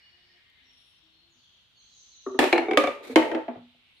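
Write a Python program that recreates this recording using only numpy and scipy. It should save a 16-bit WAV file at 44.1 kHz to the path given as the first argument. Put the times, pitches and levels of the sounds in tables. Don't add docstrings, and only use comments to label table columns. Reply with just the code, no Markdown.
import sys
import numpy as np
from scipy import signal
from scipy.fft import rfft, irfft
from scipy.io import wavfile
from scipy.ndimage import uniform_filter1d

SR = 44100
rng = np.random.default_rng(int(sys.argv[2]) if len(sys.argv) > 2 else 0)


def how_loud(loudness_db):
    steps = np.asarray(loudness_db, float) / 20
    return 10 ** steps


def persist_wave(psi):
    counts = np.round(np.clip(psi, -1, 1) * 32767).astype(np.int16)
    wavfile.write(sys.argv[1], SR, np.atleast_2d(counts).T)


N = 176400

# hz, level_db
AIR_SPECTRUM = [(20, -31.5), (45, -4), (92, -3.5), (200, -9.5), (530, -18), (1500, -13.5), (5000, -29),
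                (16000, -35)]
AIR_DB = -72
# hz, left_right_likeness [0-1]
STEREO_LIKENESS = [(60, 0.45), (200, 0.43), (600, 0.58), (1500, 0.088), (4000, 0.05), (12000, 0.031)]

# hz, level_db
CHORUS_SPECTRUM = [(1300, -29), (1900, -16), (2500, -10), (3000, -1.5), (3700, -2.5), (4300, -9.5),
                   (4700, -16), (7000, -32.5)]
# time_s, level_db, left_minus_right_db
CHORUS_LEVEL = [(0, -69, 5), (0.901, -62, 4), (1.3, -67.5, 5), (1.8, -65.5, -1.5), (3.5, -63.5, -4),
                (4, -67, 1)]
# start_s, end_s, level_db, low_hz, high_hz
FLOCK_PASSES = [
    (-.2, .55, -69.5, 4150, 5400),
    (-.2, .8, -69, 1730, 2500),
    (1.3, 1.75, -90, 5000, 6770),
    (1.72, 2.5, -66, 4300, 7240),
    (3.55, 4.3, -66, 2130, 2920),
    (3.8, 4.3, -83, 8500, 10500),
]
# start_s, length_s, from_hz, to_hz, level_db
BIRD_NOTES = [(0.0, 0.073, 2900, 2898, -57.5), (0.001, 0.065, 4300, 4500, -62),
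              (0.091, 0.37, 1825, 1880, -65), (0.373, 0.2, 2120, 2060, -65),
              (0.627, 0.14, 5720, 5460, -62.5), (1.106, 0.099, 4270, 4250, -62.5),
              (1.287, 0.093, 7140, 5770, -67.5), (1.358, 0.061, 5900, 3900, -68),
              (1.405, 0.092, 3900, 3004, -60.5), (1.719, 0.17, 3050, 3400, -62),
              (1.762, 0.088, 6800, 6100, -61), (1.737, 0.099, 4690, 4010, -59),
              (1.898, 0.055, 4920, 3710, -60), (1.925, 0.099, 7000, 5770, -52.5),
              (2.102, 0.15, 6900, 5800, -54), (2.103, 0.066, 4700, 3620, -55.5),
              (3.955, 0.028, 3300, 4500, -65.5)]
BIRD_ECHO_T60_S, BIRD_WOBBLE, BIRD_DIRECT_DB = 1.6, 0.0047, -18.5
# start_s, length_s, pitch_hz, level_db, second_partial_db
DOVE_COOS = [
    (0.104, 0.3, 353, -83.5, -5),
    (0.61, 0.25, 260, -83, -16),
    (1.012, 0.197, 320, -80.5, -17),
    (1.206, 0.18, 337, -79.5, -14),
    (1.344, 0.066, 248, -76, -25),
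]

# start_s, end_s, level_db
SLEEVE_RUSTLE = (0.68, 1.03, -75.5)
# hz, level_db
SLEEVE_SPECTRUM = [(6000, -27), (8000, -5), (11000, 5), (12500, -26)]
# time_s, level_db
FAINT_TICK = (.5, -52)

# start_s, pitch_hz, level_db, t60_s
TABLE_THUMPS = [
    (2.393, 73.8, -37, 0.099),
    (2.683, 151.4, -60, .1),
    (3.131, 102, -52, 0.19),
    (3.558, 110, -49.5, .2),
    (3.565, 168, -52, 0.27),
    (3.745, 160.8, -66, .15),
]
# hz, level_db
THUD_SPECTRUM = [(30, -20), (60, -2), (110, 3), (180, -4)]

# hz, t60_s
ROOM_DECAY = [(250, 0.03), (1500, 0.3766), (6000, 0.0635), (15000, 0.14)]
# hz, level_db
ROOM_COLOUR = [(250, -2.5), (1500, 2), (6000, 7), (14000, 4.5)]
LEFT_DB, MIC_LOW_HZ, BASS_LEAK_DB = 0.5, 243.5, -41.5

# start_s, end_s, level_db
TRUNDLE_TO_CHUTE = (2.88, 3.1, -49)
CHUTE_SLIDE = (3.02, 3.155, -43.5)
TRAY_ROLL = (3.2, 3.43, -31.5)
ROLL_CONTACTS_PER_S, SLIDE_CATCHES_PER_S = 95, 76
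# hz, level_db
ROLL_SPECTRUM = [(200, -2.0), (330, -2.0), (480, 7.5), (650, -0.5), (780, -8), (890, 5.5), (1000, -13.5),
                 (2500, -22.5), (5000, -50.5)]
SLIDE_SPECTRUM = [(320, 8), (1500, -7), (2300, 1), (3000, -15), (3900, -4), (5200, -17.5), (6600, -17),
                  (13000, -23)]

# time_s, peak_db, hardness_db
FLAP_BLOWS = [
    (2.263, -12.5, -55),
    (2.343, -17.5, -74),
]
TOP_BLOWS = [
    (2.390, -9, 2.5),
    (2.405, -16, -15),
    (2.427, -17.5, -4.5),
    (2.44, -16, 1),
]
MID_BLOWS = [
    (2.527, -3.5, -2.5),
    (2.556, -11.5, -15),
    (2.579, -10, -3.5),
    (2.6, -21.5, -13),
]
RAMP_BLOWS = [
    (2.622, -20, -12.5),
    (2.654, -30.5, -13),
    (2.668, -33, -17),
    (2.683, -14, -26),
    (2.711, -11, -7),
    (2.733, -17, -5),
    (2.763, -28, -21.5),
]
LOW_BLOWS = [
    (2.773, -2.5, 0.5),
    (2.838, -13, -3.5),
    (2.872, -15, -3),
]
CHUTE_BLOWS = [
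    (3.094, -21.5, -39.5),
    (3.11, -31.5, -41),
    (3.128, -35, -38),
]
TRAY_BLOWS = [
    (3.1585, -3, -0.5),
    (3.222, -20.5, -7),
    (3.315, -22, -4.5),
    (3.348, -17, -7),
    (3.368, -29.5, -42),
]
REST_BLOWS = [
    (3.481, -14, -20),
    (3.555, -27, -31),
    (3.609, -47.5, -36),
    (3.744, -51.5, -53),
]
# pitch_hz, level_db, t60_s
FLAP_MODES = [(389, -3.5, 0.51), (260, -10, 0.4), (1147, -10, 0.19), (1215, -6, 0.099), (1837, -14.5, .04)]
TOP_MODES = [(259.6, -7.5, 0.2), (358, -5.5, 0.25), (427, -6.5, 0.11), (626.5, -4.5, 0.15), (767, 11, 0.02),
             (898.6, -5.5, 0.23), (1755, -3.5, 0.11), (2358, -21, 0.12), (2850, -18, 0.11),
             (3410, -8, 0.09), (5216, -23.5, .12)]
MID_MODES = [(340.4, -7, 0.24), (502, -12.5, 0.13), (648, -11.5, 0.27), (759, -1.5, 0.068),
             (860, -11.5, 0.11), (1754, -6, 0.057), (2253, 2, 0.052), (2830, -14.5, 0.084),
             (4130, -17.5, 0.06)]
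RAMP_MODES = [(352.2, -2, .15), (414.8, -4.5, 0.6), (700, -12.5, 0.13), (761, -3.5, 0.078),
              (1490, -17.5, .04), (2170, -5.5, .07), (2250, -8.5, 0.12), (3663, -19.5, .05)]
LOW_MODES = [(306, -5, 0.088), (448, -7, 0.04), (521, -3.5, 0.21), (565, -5, 0.26), (725, -3, 0.074),
             (1137, -12, 0.14), (1140, -11.5, .15), (1218, -9, 0.32), (1480, -10.5, 0.039),
             (2273, -6.5, 0.08), (2370, -19.5, 0.48), (3550, -12, 0.071)]
CHUTE_MODES = [(254, 2, .2), (472, -2, 0.22), (1220, -12.5, .03)]
TRAY_MODES = [(258.5, -8.5, .15), (322, 1.5, 0.25), (511.2, -6, 0.22), (651, -7.5, 0.39), (886, -6.5, 0.27),
              (1577, -5.5, .05), (1870, -5.5, 0.063), (2164, -8.5, 0.063), (3110, -17, .15)]
REST_MODES = [(243.5, -9.5, 0.42), (410, -19.5, 0.18), (494.5, -15.5, 0.16), (673, 0, 0.079),
              (856, -18, 0.19)]
PANELS = [(FLAP_BLOWS, FLAP_MODES), (TOP_BLOWS, TOP_MODES), (MID_BLOWS, MID_MODES), (RAMP_BLOWS, RAMP_MODES),
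          (LOW_BLOWS, LOW_MODES), (CHUTE_BLOWS, CHUTE_MODES), (TRAY_BLOWS, TRAY_MODES), (REST_BLOWS, REST_MODES)]
PANEL_BOOM_DB = (-15.5, 2.5, -6.5, -6, -7, -13.5, -2, -10.5)
PANEL_RATTLE_DB = (-17.5, -7.5, -19.5, -18, -15.5, -13, -14, -13)
# hz, level_db
CRACK_SPECTRUM = [(900, -30), (1600, 1), (2400, 2.5), (5700, -16), (9000, -21), (12400, -28.5),
                  (15500, -33.5), (16500, -71)]
# hz, level_db
BOX_SPECTRUM = [(150, -27), (240, 5), (500, 3), (900, -2.5), (1500, -11), (3000, -44)]
CRACK_T60_S, RATTLE_T60_S, BOX_T60_S, RISE_S = 0.027, 0.42, 0.24, 0.00048
MODE_SPREAD_DB, MODE_SPLIT = 2, 0.03
SOFT_TILT = 0.083
SNAP_HZ, SNAP_DB = 920, -9


def rms_one(x):
    return x / np.sqrt(np.mean(x ** 2) + 1e-20)


def at_hz(points, hz):
    table = np.array(points)
    return np.interp(np.log(np.maximum(hz, 1)), np.log(table[:, 0]), table[:, 1])


def coloured(spectrum, size):
    hz = np.fft.rfftfreq(size, 1 / SR)
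    mid, side = rfft(rng.standard_normal((2, size)))
    alike = np.clip(at_hz(STEREO_LIKENESS, hz), -.99, .99)
    both = np.sqrt(1 + alike) * mid + np.sqrt(1 - alike) * side * np.array([[1], [-1]])
    octaves_beyond = np.log2(np.maximum(hz / spectrum[-1][0], 1))
    return rms_one(irfft(both * how_loud(at_hz(spectrum, hz) - 23 * octaves_beyond), size))


def drift(rate_hz):
    knots = rng.standard_normal(400)
    return np.interp(np.arange(N) / SR * rate_hz, np.arange(400), knots)


def swell(start_s, end_s, edge_s):
    t = np.arange(N) / SR
    return np.clip(np.minimum(t - start_s, end_s - t) / edge_s, 0, 1)


def onset(t, rise_s):
    return 1 - np.exp(-(t / rise_s) ** 2)


def room_air():
    return how_loud(AIR_DB) * coloured(AIR_SPECTRUM, N)


def chorus():
    t = np.arange(N) / SR
    time_s, level_db, left_db = np.transpose(CHORUS_LEVEL)
    pan = how_loud(np.interp(t, time_s, left_db) * np.array([[.5], [-.5]]))
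    level = how_loud(np.interp(t, time_s, level_db) + drift(30))
    return level * pan * coloured(CHORUS_SPECTRUM, N)


def flocks():
    out = 0
    for start_s, end_s, level_db, low_hz, high_hz in FLOCK_PASSES:
        band = [(low_hz * .8, -18), (low_hz, 0), (high_hz, 0), (high_hz * 1.12, -20)]
        out = out + how_loud(level_db + 2.5 * drift(10)) * swell(start_s, end_s, .2) * coloured(band, N)
    return out


def birds():
    t, dry = np.arange(N) / SR, 0
    wobble = 1 + BIRD_WOBBLE * drift(90)
    for start_s, length_s, from_hz, to_hz, level_db in BIRD_NOTES:
        u = np.clip((t - start_s) / length_s, 0, 1)
        hz = to_hz + (from_hz - to_hz) * (1 - u) ** 1.6
        hz = hz * wobble ** (1 + abs(from_hz - to_hz) / 300)
        envelope = np.abs(np.sin(np.pi * u)) / np.sqrt(0.89 * length_s)
        dry = dry + how_loud(level_db) * envelope * np.sin(2 * np.pi * np.cumsum(hz) / SR)
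    echo = rng.standard_normal((2, SR)) * how_loud(-60 * t[:SR] / BIRD_ECHO_T60_S) / np.sqrt(SR / 2)
    return how_loud(BIRD_DIRECT_DB) * dry + signal.fftconvolve(dry[None], echo, axes=1)[:, :N]


def dove():
    t, out = np.arange(N) / SR, 0
    for start_s, length_s, pitch_hz, level_db, second_db in DOVE_COOS:
        phase = 2 * np.pi * pitch_hz * t
        voice = np.sin(phase) + how_loud(second_db) * np.sin(2 * phase)
        out = out + how_loud(level_db + 5) * swell(start_s, start_s + length_s, 0.022) * voice
    return out * how_loud(2.7 * drift(24.58)) * how_loud(np.array([[3], [-3]]))


def sleeve():
    start_s, end_s, level_db = SLEEVE_RUSTLE
    return how_loud(level_db + 1.7 * drift(49)) * swell(start_s, end_s, 0.15) * coloured(SLEEVE_SPECTRUM, N)


def tick():
    time_s, level_db = FAINT_TICK
    out = np.zeros((2, N))
    out[:, int(time_s * SR)] = how_loud(level_db)
    return out


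def table_thumps():
    t, out = np.arange(N) / SR, 0
    for start_s, pitch_hz, level_db, t60_s in TABLE_THUMPS:
        decay = how_loud(level_db - 60 * np.maximum(t - start_s, 0) / t60_s)
        out = out + decay * swell(start_s, 9, .01) * np.sin(2 * np.pi * pitch_hz * (t - start_s))
    return out


def table_thud(near):
    shake = np.sqrt(uniform_filter1d(near[0] ** 2, size=600) + 1e-18) ** 0.77
    return how_loud(BASS_LEAK_DB) * shake * coloured(THUD_SPECTRUM, N)


def room(x):
    t, tail = np.arange(SR // 2) / SR, 0
    edges_hz = 100 * 2 ** np.arange(0, 7.6, .5)
    white = coloured([(20, 0), (20000, 0)], SR // 2)
    for low_hz, high_hz in zip(edges_hz, edges_hz[1:]):
        hz = np.sqrt(low_hz * high_hz)
        t60_s = at_hz(ROOM_DECAY, hz)
        band_pass = signal.butter(2, [low_hz, high_hz], "band", fs=SR, output="sos")
        decay = how_loud(at_hz(ROOM_COLOUR, hz) - 60 * t / t60_s) * np.sqrt(14 / t60_s / SR)
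        tail = tail + signal.sosfilt(band_pass, white) * decay
    return signal.fftconvolve(x[None], tail * np.clip(t / 0.034, 0, 1), axes=1)[:, :N]


def rolling():
    rumble = coloured(ROLL_SPECTRUM, N) * how_loud(3.5 * drift(ROLL_CONTACTS_PER_S))
    level = 0
    for (start_s, end_s, level_db), edge_s in ((TRAY_ROLL, 0.056), (TRUNDLE_TO_CHUTE, 0.041)):
        level = level + how_loud(level_db) * swell(start_s, end_s, edge_s)
    return rumble * level


def sliding():
    start_s, end_s, level_db = CHUTE_SLIDE
    scrape = coloured(SLIDE_SPECTRUM, N) * how_loud(level_db + 3 * drift(SLIDE_CATCHES_PER_S))
    return scrape * swell(start_s, end_s, 0.015)


def panel_ring(modes, hard_db):
    t = np.arange(SR // 2) / SR
    luck = rng.standard_normal((3, 2, 12, 1))[:, :, :len(modes)]
    hz, level_db, t60_s = np.transpose(modes)[:, :, None]
    level_db = level_db + SOFT_TILT * min(hard_db, 0) * np.maximum(np.log2(hz / 700), 0)
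    level_db = level_db - 4.5 + MODE_SPREAD_DB * (luck[0, 0] + 0.45 * luck[0])
    split_hz = hz * (1 + MODE_SPLIT * luck[2, 0])
    pair = np.sin(2 * np.pi * hz * t + 0.23 * luck[1])
    pair = pair + 0.65 * np.sin(2 * np.pi * split_hz * t + 0.19 * luck[2])
    rings = how_loud(level_db - 60 * t / np.clip(t60_s, .02, .6)) * pair
    return rings.sum(1) * onset(t, RISE_S * (3 - hard_db / 20)) / 2


def box_boom(boom_db, hard_db):
    t = np.arange(SR // 2) / SR
    decay = how_loud(boom_db - 60 * t / BOX_T60_S)
    return coloured(BOX_SPECTRUM, SR // 2) * decay * onset(t, RISE_S * (0.73 - hard_db / 20)) / 3


def contact_crack(rattle_db, hard_db):
    t = np.arange(SR // 2) / SR
    tilt_db = 12 * SOFT_TILT * hard_db
    colour = [(hz, level_db + tilt_db * max(np.log2(hz / 3000), 0)) for hz, level_db in CRACK_SPECTRUM]
    decay = how_loud(-60 * t / CRACK_T60_S) + how_loud(rattle_db - 60 * t / RATTLE_T60_S)
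    crack = coloured(colour, SR // 2) * how_loud(0.79 * hard_db) * decay / 3.3
    return crack * onset(t, RISE_S * (.12 - hard_db / 40))


def contact_snap(hard_db):
    cycle = np.minimum(SNAP_HZ * np.arange(SR // 2) / SR, 1)
    return how_loud(SNAP_DB + hard_db) * np.sin(2 * np.pi * cycle) * np.sin(np.pi * cycle)


def knocks():
    out = np.zeros((2, N + SR))
    for (blows, modes), boom_db, rattle_db in zip(PANELS, PANEL_BOOM_DB, PANEL_RATTLE_DB):
        for time_s, peak_db, hard_db in blows:
            blow = panel_ring(modes, hard_db) + box_boom(boom_db, hard_db)
            blow = blow + contact_crack(rattle_db, hard_db) + contact_snap(hard_db)
            i = int(time_s * SR)
            out[:, i:i + SR // 2] += how_loud(peak_db) * blow
    return out[:, :N]


def scene():
    outdoors = chorus() + flocks() + birds() + dove()
    die = knocks() + rolling() + sliding()
    near = (die + room(die.mean(0))) * how_loud(np.array([[LEFT_DB / 2], [-LEFT_DB / 2]]))
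    low_cut = signal.butter(8, MIC_LOW_HZ, "high", fs=SR, output="sos")
    thin = signal.sosfilt(low_cut, near)
    return room_air() + outdoors + sleeve() + tick() + table_thumps() + table_thud(near) + thin


def band_limit(x):
    return signal.sosfilt(signal.butter(12, 16450, fs=SR, output="sos"), x)


def record(dry):
    top_cut = signal.butter(14, 15300, fs=SR, output="sos")
    held = signal.sosfilt(top_cut, np.clip(dry, -.95, .95))
    return band_limit(held)


dry = scene()
out = record(dry)
persist_wave(out)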